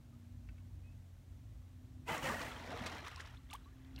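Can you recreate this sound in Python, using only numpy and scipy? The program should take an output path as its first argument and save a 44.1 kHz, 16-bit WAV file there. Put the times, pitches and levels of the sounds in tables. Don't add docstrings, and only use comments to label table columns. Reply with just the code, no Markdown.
import sys
import numpy as np
from scipy import signal
from scipy.fft import rfft, irfft
from scipy.io import wavfile
from scipy.ndimage import map_coordinates

SR = 44100
rng = np.random.default_rng(int(sys.argv[2]) if len(sys.argv) > 2 else 0)


def store_wav(level_fs):
    pcm = np.round(np.clip(np.atleast_2d(level_fs), -1, 1) * 32767)
    wavfile.write(sys.argv[1], SR, pcm.T.astype(np.int16))


N = 176400

# (time [s], attack [s], hold [s], fall [dB/s], body level [dB], spray level [dB])
SPLASHES = [(2.046, 0.046, 0.059, 132, -40.5, -52.5), (2.2, .04, 0.05, 70, -41, -52),
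            (2.366, 0.036, 0.041, 132, -54, -64.5)]
# (frequency [Hz], level [dB])
CHURN_SPECTRUM = [(88, -15), (150, 14), (173, 2.5), (254, -2), (412, -2), (556, 2), (1010, -0.5), (1340, 0),
                  (1550, -3), (1860, -0.5), (2180, -7.5), (3110, -13), (3690, -26), (4500, -18.5),
                  (5850, -49), (9900, -120)]
SPRAY_SPECTRUM = [(2500, -0.5), (3800, -0.5), (4900, -3), (6000, -2), (9000, -5), (10500, -11),
                  (12500, -9.5), (16000, -11)]
FIZZ_SPECTRUM = [(1500, -25), (2000, -2.5), (2400, -6), (2750, -2), (3100, -5), (3700, -19)]
# (time [s], gurgle level [dB], trickle level [dB])
WASH_LEVELS = [(2.3, -80, -81.5), (2.42, -69, -53.5), (2.58, -55.5, -55.5), (2.72, -49.5, -51.5),
               (2.84, -50.5, -49.5), (2.95, -53, -51.5), (3.04, -60.5, -56.5), (3.14, -92, -58.5),
               (3.22, -63, -59), (3.33, -101, -64.5), (3.42, -90, -76.5), (3.55, -97, -71.5),
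               (3.75, -81.5, -74.5), (4.0, -70, -71.5)]
# (frequency [Hz], level [dB])
GURGLE_SPECTRUM = [(100, 25), (200, 3), (280, 5), (420, -0.5), (650, 5.5), (950, -0.5), (1600, -8)]
TRICKLE_SPECTRUM = [(400, 1), (750, -0.5), (1150, 2.5), (2000, 1), (2400, -3), (3300, -5), (4300, -7.5),
                    (4900, -7.5), (5600, -6.5), (8000, -16.5), (10500, -19.5), (15000, -25.5)]
# (time [s], level [dB], length [s])
DRIBBLES = [(2.973, -55.5, 0.024), (3.04, -56.5, 0.02), (3.058, -54, 0.034), (3.109, -59, 0.028),
            (3.17, -62, 0.019), (3.196, -50, 0.013), (3.25, -68, 0.04), (3.336, -67, 0.018),
            (3.484, -70, 0.053), (3.53, -57.5, 0.032), (3.967, -65, 0.061)]
# (time [s], pitch [Hz], peak level [dB], ring [s], glide [octaves/s])
PLOPS = [(.125, 1185, -70.5, 0.074, 4.5), (2.077, 975, -44, 0.18, -1.5), (2.092, 2140, -40.5, 0.03, -8.5),
         (2.114, 187, -36.5, 0.013, 3), (2.141, 737, -44.5, 0.085, 17), (2.167, 1770, -47, 0.056, 15),
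         (2.238, 554, -44, 0.066, -3), (2.243, 202, -56, 0.08, 11), (2.253, 1840, -41, 0.11, 0.5),
         (2.294, 775.5, -55, .06, -5.5), (2.406, 1150, -39.5, 0.023, 2), (2.406, 290, -45.5, .04, -8),
         (2.52, 3330, -48, 0.0095, 11), (2.564, 3080, -49, 0.011, 11), (2.717, 630, -50, 0.078, 7),
         (2.74, 455, -47, 0.082, 2.5), (2.811, 233.4, -39.5, 0.02, -2), (3.369, 3210, -58.5, 0.02, 44),
         (3.5012, 3540, -48, 0.0039, -14), (3.504, 2214, -55, 0.012, 7), (3.51, 2650, -53, 0.013, 34),
         (3.514, 1170, -52.5, 0.037, 4.5), (3.533, 748, -45.5, 0.043, 29.5), (3.549, 1057, -46, 0.019, 19),
         (3.561, 2860, -53, 0.0055, 71), (3.645, 3920, -66.5, 0.023, 3), (3.657, 1080, -61, 0.066, 5),
         (3.98, 2800, -47.5, 0.0067, -2), (3.987, 4090, -60, 0.017, 2)]
# (time [s], level [dB], centre [Hz], width [Hz], decay [s])
SLAPS = [(2.253, -48, 2520, 2920, 0.018), (2.178, -44, 6140, 3000, 0.0037), (2.341, -53, 5840, 2000, 0.008),
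         (2.415, -43.5, 4370, 2420, 0.0046), (2.861, -37.5, 1180, 4050, 0.01),
         (2.865, -43, 5553, 2500, 0.0035), (3.081, -50, 4940, 8800, 0.0029),
         (3.16, -35.5, 4660, 3860, 0.001), (3.205, -49.5, 4700, 3800, 0.0076),
         (3.259, -53, 4740, 2930, 0.0031), (3.507, -58, 6100, 5000, 0.0086),
         (3.5297, -34.5, 2820, 1600, 0.0017), (3.534, -42.5, 6450, 11000, 0.0039),
         (3.551, -57, 6000, 9000, .006), (3.847, -56.5, 3000, 1500, 0.0018),
         (3.961, -43.5, 3800, 1766, 0.0022), (3.987, -61, 2950, 3960, 0.005),
         (3.988, -52.5, 12700, 4000, 0.0028)]
# (time [s], level [dB])
KNOCKS = [(.489, -56.5), (.581, -65.5)]
# (frequency [Hz], relative level [dB], time to fall 60 dB [s])
WOOD_MODES = [(1510, -8.5, 0.064), (1940, -7, 0.022), (2240, 1, 0.017), (2610, -5.5, 0.028),
              (4600, -14, 0.016)]
# (time [s], first pitch [Hz], first level [dB], second pitch [Hz], second level [dB])
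ENGINES = [(0, 45.44, -70, 59.67, -68.5), (.15, 45.08, -53.5, 59.6, -60.5), (.8, 45.66, -48, 61.23, -66.5),
           (1.35, 44.46, -54, 61.62, -78), (1.9, 45.14, -52.5, 63.17, -61.5),
           (2.5, 44.27, -51.5, 62.46, -59), (3.15, 41.16, -53, 64.4, -79), (3.6, 39.47, -56.5, 65.2, -65.5),
           (4.0, 38.67, -56, 65.9, -56)]
# (multiple of its pitch, relative level [dB])
FIRST_HARMONICS = [(1, -16.5), (2, -5), (3, -19), (4, -24)]
SECOND_HARMONICS = [(2, -11), (4, -2), (5, -18), (6, -23)]
# (frequency [Hz], level [dB])
RUMBLE_SPECTRUM = [(22, -56), (30, -31), (38, -12.5), (55, 3.5), (80, -6), (120, -1.5), (170, -21),
                   (270, -16), (380, -32), (600, -74)]
AIR_SPECTRUM = [(250, -9), (400, -7), (600, -7), (1000, -15), (2000, -15.5), (4000, -17.5), (4900, -20),
                (6000, -18.5), (9000, -21.5), (10400, -25), (12000, -22.5), (16000, -25.5)]


def splashes():
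    fizz_db, churn_lag_s = -7, 0.0044
    churn = bubbling(200, 4500, cycles=28, scatter_db=10, count=7000)
    fine = bubbling(1800, 3500, cycles=45, scatter_db=8, count=2000)
    impacts = crackle(scatter_db=7, count=10000)
    body = colour(churn + impacts, CHURN_SPECTRUM)
    spray = colour(crackle(scatter_db=7, count=10000), SPRAY_SPECTRUM)
    fizz = colour(fine, FIZZ_SPECTRUM)
    out = np.zeros(N)
    for start, attack, hold, fall, db, spray_db in SPLASHES:
        age = clock() - start
        out += undb(spray_db) * spray * surge(age, attack, hold, fall)
        out += undb(db + fizz_db) * fizz * surge(age, attack, hold=0, fall_db_per_s=130)
        out += undb(db) * body * surge(age - churn_lag_s, attack, hold, fall)
    return out


def surge(age, attack, hold, fall_db_per_s):
    swell = np.clip(age / attack, 0, 1) ** 2.4
    return swell * undb(-fall_db_per_s * np.maximum(age - attack - hold, 0))


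def wash():
    gurgle_db, trickle_db = curves(WASH_LEVELS)
    big = bubbling(170, 1200, cycles=12, scatter_db=5, count=4000)
    small = bubbling(600, 4200, cycles=22, scatter_db=10, count=6000)
    patter = crackle(scatter_db=12, count=5000)
    trickle = colour(small + 1.4 * patter, TRICKLE_SPECTRUM)
    flow = undb(trickle_db)
    for start, db, length in DRIBBLES:
        flow += undb(db) * np.sin(np.pi * np.clip((clock() - start) / length, 0, 1))
    return undb(gurgle_db) * colour(big, GURGLE_SPECTRUM) + flow * trickle


def bubble(hz, ring_s, octaves_per_s):
    attack_cycles, glide_share = 1.3, 0.45
    t = np.arange(int(ring_s * SR) + 2) / SR
    swell = 1 - np.exp(-t * hz / attack_cycles)
    envelope = swell * np.exp(-np.log(100) * (t / ring_s) ** 1.8)
    pitch = hz * 2 ** (octaves_per_s * np.minimum(t, glide_share * ring_s))
    return envelope / envelope.max() * np.sin(2 * np.pi * np.cumsum(pitch) / SR)


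def bubbling(low_hz, high_hz, cycles, scatter_db, count):
    out = np.zeros(N)
    for when, pitch, strength, sustain, glide in rng.random((count, 5)):
        hz = low_hz + (high_hz - low_hz) * pitch
        ring_s = cycles * (.5 + sustain) / hz
        gain = np.sqrt(hz) * undb(scatter_db * strength ** 2)
        add(out, when * N / SR, gain * bubble(hz, ring_s, 0.17 * glide / ring_s))
    return unit(out)


def crackle(scatter_db, count, decay_s=.0012):
    hits = np.zeros(N)
    when, size = rng.random((count, 2)).T
    np.add.at(hits, (when * N).astype(int), undb(scatter_db * size ** 4) ** 2)
    power = signal.lfilter([1], [1, -np.exp(-1 / (decay_s * SR))], hits)
    return unit(np.sqrt(power) * rng.standard_normal(N))


def plops():
    out = np.zeros(N)
    for start, hz, db, ring_s, glide in PLOPS:
        add(out, start, undb(db) * bubble(hz, ring_s, glide))
    return out


def slaps(attack_s=.0012):
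    out, t = np.zeros(N), np.arange(4096) / SR
    for start, db, hz, width, decay in SLAPS:
        low = np.hypot(hz, width / 2) - width / 2
        band = signal.butter(2, [low, min(low + width, SR / 2 - 1)], "bandpass", fs=SR, output="sos")
        burst = unit(signal.sosfilt(band, rng.standard_normal(len(t))))
        envelope = (1 - np.exp(-t / attack_s)) * np.exp(-t / decay)
        add(out, start, undb(db) * burst * envelope)
    return out


def knocks():
    rattle_s, rattle_db = 0.0043, -2
    out, t = np.zeros(N), np.arange(4096) / SR
    ring = sum(undb(db - 60 * t / t60) * np.sin(2 * np.pi * hz * t) for hz, db, t60 in WOOD_MODES)
    for start, db in KNOCKS:
        add(out, start, undb(db) * ring)
        add(out, start + rattle_s * (1 + .1 * rng.standard_normal()), undb(db + rattle_db) * ring)
    return out


def bird(start_s=0.817, length_s=0.12, level_db=-75.5):
    top_hz, rise_hz, rise_s = 2610, 408, 0.0232
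    out, t = np.zeros(N), np.arange(int(length_s * SR)) / SR
    hz = top_hz - rise_hz * np.exp(-t / rise_s) + 30 * wander(90)[:len(t)]
    whistle = np.sqrt(2) * np.sin(2 * np.pi * np.cumsum(hz) / SR)
    add(out, start_s, undb(level_db) * np.sin(np.pi * t / length_s) * whistle)
    return out


def bank_echo(sound, t60_s=.3, level_db=-13):
    t = clock()
    scatter = colour(rng.standard_normal(N), [(150, -19.5), (2000, 17), (12000, 15.5)])
    tail = scatter * undb(-60 * t / t60_s) * (1 - np.exp(-t / 0.005))
    return undb(level_db) * signal.fftconvolve(sound, tail / np.sqrt(np.sum(tail ** 2)))[:N]


def drone(hz, harmonics, waver_db=1.2):
    phase = 2 * np.pi * np.cumsum(hz * (1 + 0.0048 * wander(9))) / SR
    out = np.zeros(N)
    for multiple, db in harmonics:
        amplitude = np.sqrt(2) * undb(db + waver_db * wander(11))
        out += amplitude * np.sin(round(multiple) * phase + 2 * np.pi * rng.random())
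    return out


def engines():
    first_hz, first_db, second_hz, second_db = curves(ENGINES)
    first = undb(first_db) * drone(first_hz, FIRST_HARMONICS)
    return first + undb(second_db) * drone(second_hz, SECOND_HARMONICS)


def ambience(rumble_db=-56.5, hiss_db=-75):
    rumble = undb(rumble_db + 2.14 * wander(10)) * colour(rng.standard_normal(N), RUMBLE_SPECTRUM)
    return rumble + undb(hiss_db) * colour(rng.standard_normal(N), AIR_SPECTRUM)


def undb(db):
    return 10 ** (np.asarray(db) / 20)


def unit(x):
    return x / np.sqrt(np.mean(x ** 2) + 1e-30)


def clock():
    return np.arange(N) / SR


def curves(table):
    times, *columns = np.array(table).T
    return [np.interp(clock(), times, column) for column in columns]


def colour(x, points):
    hz, db = np.array(points).T
    f = np.maximum(np.arange(N // 2 + 1) * SR / N, 1)
    gain = undb(np.interp(np.log(f), np.log(hz), db))
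    roll_off = np.minimum(f / hz[0], 1) ** 2 * np.minimum(hz[-1] / f, 1) ** 2
    return unit(irfft(rfft(x) * gain * roll_off, N))


def wander(rate_hz):
    return map_coordinates(rng.standard_normal(1024), [clock() * rate_hz], order=3, mode="wrap")


def add(out, start, sound):
    i = int(np.clip(start * SR, 0, N - 1))
    out[i:i + len(sound)] += sound[:N - i]


def scene():
    broad = splashes() + wash() + bird()
    crisp = plops() + slaps() + knocks()
    echo = bank_echo(broad + undb(-8) * crisp)
    return (broad + crisp + echo + engines() + ambience())[None]


def record(dry, top_hz=15750):
    return signal.sosfilt(signal.ellip(10, .2, 70, top_hz, fs=SR, output="sos"), dry)


dry = scene()
out = record(dry)
store_wav(out)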